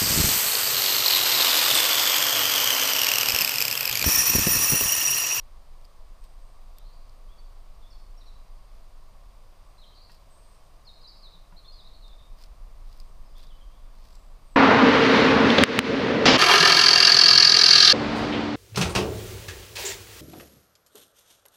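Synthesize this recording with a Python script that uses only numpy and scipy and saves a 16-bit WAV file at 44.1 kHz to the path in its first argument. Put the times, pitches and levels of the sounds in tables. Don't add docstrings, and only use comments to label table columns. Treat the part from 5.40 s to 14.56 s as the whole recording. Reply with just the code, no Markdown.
import sys
import numpy as np
from scipy import signal
from scipy.fft import rfft, irfft, next_fast_len
from scipy.io import wavfile
from scipy.ndimage import uniform_filter1d

SR = 44100
rng = np.random.default_rng(int(sys.argv[2]) if len(sys.argv) > 2 else 0)


def pcm_store(signal):
    levels = np.round(np.clip(np.atleast_2d(signal), -1, 1) * 32767)
    wavfile.write(sys.argv[1], SR, levels.astype(np.int16).T)


N = 403910
TIME = np.arange(N) / SR


def amp(db):
    return 10 ** (np.asarray(db) / 20)


def unit_rms(x):
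    return x / np.sqrt(np.mean(x ** 2) + 1e-20)


def add(mix, start_s, sound):
    part = mix[max(round(start_s * SR), 0):][:len(sound)]
    part += sound[:len(part)]


def bin_gains(spectrum, size):
    hz, db = np.transpose(spectrum)
    bin_hz = np.fft.rfftfreq(size, 1 / SR)
    return amp(np.interp(np.log(bin_hz + 1), np.log(hz), db))


def noise(spectrum):
    size = next_fast_len(N)
    white = rfft(rng.standard_normal(size))
    return unit_rms(irfft(white * bin_gains(spectrum, size), size)[:N])


def drift(rate_hz):
    step = SR / rate_hz / 2
    knots = rng.standard_normal(int(SR / step) + 3)
    return unit_rms(np.interp(np.arange(SR) / step, np.arange(len(knots)), knots))


def impulse(spectrum, size=512):
    cepstrum = irfft(np.log(bin_gains(spectrum, size)))
    cepstrum[1:size // 2] *= 2
    cepstrum[size // 2 + 1:] = 0
    return unit_rms(irfft(np.exp(rfft(cepstrum))))


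# start in seconds, length in seconds, level in dB.
STROKES = [(.4, 0.027, -73), (0.433, .035, -64.5), (0.83, 0.038, -67.5), (1.66, 0.13, -85),
           (3.25, .25, -80), (4.687, 0.08, -62.5), (4.9, 0.36, -77), (6.967, 0.11, -60.5),
           (7.414, 0.27, -69), (7.956, 0.072, -60.5), (8.017, 0.044, -61), (8.543, 0.28, -67)]
# frequency in Hz, relative density in dB.
SOIL_SPECTRUM = [(200, 2), (900, -4), (2000, -1.5), (3500, 0), (4900, 6), (6200, -5), (9000, -10.5),
                 (14000, -10)]


def glove_scuffs(grains_per_s=1600, spread_db=4.0, idle_db=-82):
    pressure = np.full(N, amp(idle_db))
    for start_s, length_s, db in STROKES:
        add(pressure, start_s, amp(db) * np.sin(np.linspace(0, np.pi, int(length_s * SR))))
    sizes = amp(spread_db * np.minimum(rng.exponential(1, N), 4)) * rng.choice([-1, 1], N)
    grains = sizes * (rng.random(N) < grains_per_s / SR)
    return pressure * unit_rms(signal.oaconvolve(grains, impulse(SOIL_SPECTRUM))[:N])


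def loose_grit(stones_per_s=9.9, above_stroke_db=12.5):
    rows = []
    for start_s, length_s, db in STROKES:
        stones = rng.random((8, 2))[:round(stones_per_s * length_s)]
        for when, sharpness in stones:
            rows.append((start_s + when * length_s, db + above_stroke_db, sharpness))
    return rows


# start in seconds, peak in dB, sharpness 0-1.
TICKS = [(.4517, -47, 0.45), (.84, -46, 0.6), (1.3846, -37.5, 1), (1.695, -50, 0), (4.718, -46.5, 0.33),
         (6.68, -50, 0.2), (7.025, -48, .7), (7.038, -41.5, 0.2), (7.528, -47.5, .1), (7.575, -50, .95),
         (7.6011, -38.5, 0.43), (8.03, -47, 0), (8.069, -51, 0.1), (8.754, -45, 0)]
# frequency in Hz, relative density in dB.
GRIT_SPECTRUM = [(500, -32), (2000, -18), (3600, -9), (4800, 9), (6000, -10), (8000, -7.5), (14000, -25)]
SNAP_SPECTRUM = [(1000, -10), (4500, -14), (7500, -18), (8700, -7), (9700, -15), (11000, -13.5),
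                 (12200, -12), (13300, -7), (15000, -14)]


def stones_and_stems(t60_s=0.014, crumble=0.43):
    out, t = np.zeros(N), np.arange(1024) / SR
    dull, sharp = impulse(GRIT_SPECTRUM), impulse(SNAP_SPECTRUM)
    for start_s, peak_db, sharpness in TICKS + loose_grit():
        force = crumble * rng.standard_normal(len(t)) * amp(-60 * t / t60_s)
        force[0] = 1
        click = np.convolve(force, (1 - sharpness) * dull + sharpness * sharp)
        add(out, start_s, amp(peak_db) * click / abs(click).max())
    return out


# start in seconds, peak in dB, hardness as tilt in dB per octave.
TUB_KNOCKS = [(4.697, -44, 3.5), (5.945, -52, -3), (6.124, -45.5, -1)]
# frequency in Hz, relative level in dB, T60 in seconds.
TUB_MODES = [(175, 2.5, 0.16), (466, -9, 0.046), (977, 3, 0.044), (1440, -2, 0.03), (1650, -8.5, 0.042),
             (1895, -8, 0.046), (2670, -7, 0.023)]


def plastic_tub(brush=0.04, brush_t60_s=0.05):
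    out, t = np.zeros(N), np.arange(SR // 4) / SR
    for start_s, peak_db, tilt_db in TUB_KNOCKS:
        ring = sum(amp(db + tilt_db * np.log2(hz) - 60 * t / t60_s) * np.sin(2 * np.pi * hz * t)
                   for hz, db, t60_s in TUB_MODES)
        force = brush * rng.standard_normal(len(t)) * amp(-60 * t / brush_t60_s)
        force[0] = 1
        knock = signal.fftconvolve(force, ring)
        add(out, start_s, amp(peak_db) * knock / abs(knock).max())
    return out


GLIDES = {"hold": (-.005, -.01, 0.012), "rise": (-.1, 0.063, 0.016), "fall": (.22, -0.23, 0.021),
          "dip": (0.157, 0.19, 0.024), "arch": (-0.257, -0.276, 0.029), "hook": (0.202, 0, 0.019),
          "plunge": (.42, -0.067, 0.023), "slur": (.11, -.11, 0.029), "buzz": (-0.041, .03, 0.081)}


def whistles(notes, quiver_hz, flutter_db, steady_after_s=0.0298):
    out = np.zeros(N)
    for start_s, length_s, mid_hz, db, kind in notes:
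        start_oct, end_oct, quiver = GLIDES[kind]
        size = int(length_s * SR)
        glide_oct = np.interp(np.linspace(0, 1, size), [0, 0.5, 1], [start_oct, 0, end_oct])
        hz = mid_hz * 2 ** uniform_filter1d(glide_oct, size=size // 5, mode="nearest")
        hz *= 1 + quiver * min(1, steady_after_s / length_s) * drift(quiver_hz)[:size]
        swell = signal.windows.tukey(size, 0.3) * amp(db + flutter_db * drift(quiver_hz)[:size])
        add(out, start_s, swell * np.sqrt(2) * np.sin(2 * np.pi * np.cumsum(hz) / SR))
    return out


# start and length in seconds, mid pitch in Hz, relative level in dB, kind.
SONG_NOTES = [(1.885, .06, 3380, -67.5, "rise"), (1.98, 0.022, 4560, -61.5, "hold"),
              (2.415, 0.067, 3320, -65.5, "dip"), (2.501, 0.041, 4520, -62, "plunge"),
              (2.773, 0.025, 5510, -63.5, "hold"), (2.804, 0.023, 3760, -63, "plunge"),
              (2.86, .036, 3980, -61.5, "hook"), (4.378, .028, 3890, -58, "dip"),
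              (4.415, 0.037, 3480, -58.5, "fall"), (5.666, 0.035, 4980, -51.5, "arch"),
              (5.86, .029, 3696, -55.5, "dip"), (6.162, 0.042, 4410, -56.5, "arch"),
              (6.244, 0.021, 3300, -57.5, "dip"), (6.276, 0.026, 4260, -52, "hold"),
              (6.316, .036, 5200, -55.5, "arch"), (6.38, 0.03, 3960, -54.5, "fall"),
              (6.442, .04, 3660, -55, "dip"), (6.534, 0.037, 4100, -59, "hook"),
              (6.62, 0.048, 3710, -57.5, "hook"), (6.677, .17, 3640, -65, "rise"),
              (7.84, 0.1, 4940, -74, "slur"), (7.95, 0.054, 3550, -61, "buzz"),
              (8.095, .05, 3013, -63, "hook"), (8.208, 0.038, 3190, -64, "hold"),
              (8.32, .16, 3450, -77, "buzz")]
SYLLABLE = [(0, .018, 4910, -8, "rise"), (0.016, 0.043, 4075, 0.5, "slur")]
# start in seconds, relative level in dB.
REFRAIN = [(5.449, -54), (5.612, -53.5), (5.811, -53)]
# start and length in seconds, start and end in Hz, relative level in dB.
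TWITTERS = [(1.362, 0.19, 3670, 4880, -68), (4.42, 0.081, 3860, 4080, -63.5), (4.539, .12, 4470, 4710, -61)]


def songbird(twitter_step_s=0.018, twitter_note_s=0.0214, scatter_oct=0.06):
    notes = list(SONG_NOTES)
    for start_s, db in REFRAIN:
        for delay_s, length_s, hz, part_db, kind in SYLLABLE:
            notes.append((start_s + delay_s, length_s, hz, db + part_db, kind))
    for start_s, length_s, start_hz, end_hz, db in TWITTERS:
        for i, delay_s in enumerate(np.arange(0, length_s, twitter_step_s)):
            hz = start_hz + (end_hz - start_hz) * delay_s / length_s
            hz *= 2 ** (scatter_oct * rng.uniform(-0.97, 1))
            notes.append((start_s + delay_s, twitter_note_s, hz, db, ("rise", "arch")[i % 2]))
    return whistles(notes, quiver_hz=127, flutter_db=2)


# start and length in seconds, mid pitch in Hz, relative level in dB, kind.
HIGH_CALLS = [(.8, 0.084, 8200, -73, "hold"), (1.0, .11, 8500, -77, "buzz"), (4.25, .1, 8300, -78, "buzz"),
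              (4.895, .1, 8450, -66.5, "buzz"), (5.03, 0.17, 8150, -73, "hold"),
              (7.648, .065, 8300, -75, "hold"), (8.69, .14, 7700, -75, "buzz"),
              (9.05, 0.11, 8200, -70.5, "slur")]


def calling_bird():
    return whistles(HIGH_CALLS, quiver_hz=131, flutter_db=0)


def garden_echoes(sound, shrubs_db, walls_db, t60_s, wall_delay_s, echoes_per_s=2000):
    t = np.arange(SR) / SR
    decay = amp(-60 * t / t60_s)
    out = sound.copy()
    for phase in (0, np.pi / 2):
        near, far = rng.standard_normal((2, SR)) * (rng.random((2, SR)) < echoes_per_s / SR)
        near *= decay * (t > 0.008)
        far *= decay * (t > wall_delay_s)
        echoes = amp(shrubs_db) * near / np.linalg.norm(near) + amp(walls_db) * far / np.linalg.norm(far)
        out += signal.fftconvolve(sound * np.cos(np.pi * TIME + phase), echoes)[:N]
    return out


# time in seconds, level in dB.
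RUMBLE_LEVELS = [(0, -43), (2.7, -42.5), (3.5, -43.5), (4.6, -51), (5.6, -50), (7.5, -40), (9.16, -45)]
# frequency in Hz, relative density in dB.
RUMBLE_SPECTRUM = [(4, -17), (10, -13), (18, 0), (26, 3), (33, -4), (42, -10.5), (52, -17), (70, -29.5),
                   (140, -58), (600, -100)]


def microphone_rumble():
    rumble = noise(RUMBLE_SPECTRUM)
    running_rms = np.sqrt(uniform_filter1d(rumble ** 2, size=9000) + 1e-6)
    return rumble / running_rms * amp(np.interp(TIME, *np.transpose(RUMBLE_LEVELS)))


# frequency in Hz, relative density in dB.
TYRE_SPECTRUM = [(25, -6), (60, 13), (95, 8.5), (160, 1), (240, -5), (400, -5.5), (510, -2), (650, 1.5),
                 (830, -3.5), (980, -1.5), (1130, 1.5), (1300, -7.5), (1550, -16.5), (6000, -50)]
ENGINE_SPECTRUM = [(40, -22), (110, -1), (190, -2.5), (350, -11), (1500, -70)]
HISS_SPECTRUM = [(300, 0.5), (1500, 1.5), (2300, 2), (3000, 0), (4000, 1), (4900, 0), (5700, -2.5),
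                 (7200, -5.5), (9000, -7), (11000, -9), (15000, -9.5)]
# time in seconds, level in dB.
ENGINE_LEVELS = [(0, -83), (5, -80), (7.5, -70), (9.16, -70)]


def far_traffic(tyres_db=-60, hiss_db=-67):
    tyres = noise(TYRE_SPECTRUM) * amp(tyres_db)
    engine = noise(ENGINE_SPECTRUM) * amp(np.interp(TIME, *np.transpose(ENGINE_LEVELS)))
    return tyres + engine + noise(HISS_SPECTRUM) * amp(hiss_db)


# frequency in Hz, linewidth in Hz, level in dB.
WHINE_TONES = [(4765, 105.6, -80.5), (8600, 8, -83.5), (9480, 150, -88), (14000, 360, -90.5)]


def camera_whine():
    out = np.zeros(N)
    for hz, width_hz, db in WHINE_TONES:
        wander = np.cumsum(rng.standard_normal(N)) * np.sqrt(2 * np.pi * width_hz / SR)
        out += amp(db) * np.sqrt(2) * np.sin(2 * np.pi * hz * TIME + wander)
    return out


def scene(song_gain_db=-2, calls_gain_db=-3):
    background = microphone_rumble() + far_traffic() + camera_whine()
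    handwork = glove_scuffs() + plastic_tub() + stones_and_stems()
    calls = garden_echoes(calling_bird(), shrubs_db=-1.5, walls_db=-6, t60_s=0.6, wall_delay_s=0.077)
    song = garden_echoes(songbird(), shrubs_db=-1.5, walls_db=-5.5, t60_s=0.41, wall_delay_s=0.075)
    return (handwork + amp(song_gain_db) * song + amp(calls_gain_db) * calls + background)[None]


def record(dry, cutoff_hz=15300):
    taps = signal.firwin(801, cutoff_hz, window=("kaiser", 9), fs=SR)
    return signal.oaconvolve(dry, taps[None], "same")


dry = scene()
out = record(dry)
pcm_store(out)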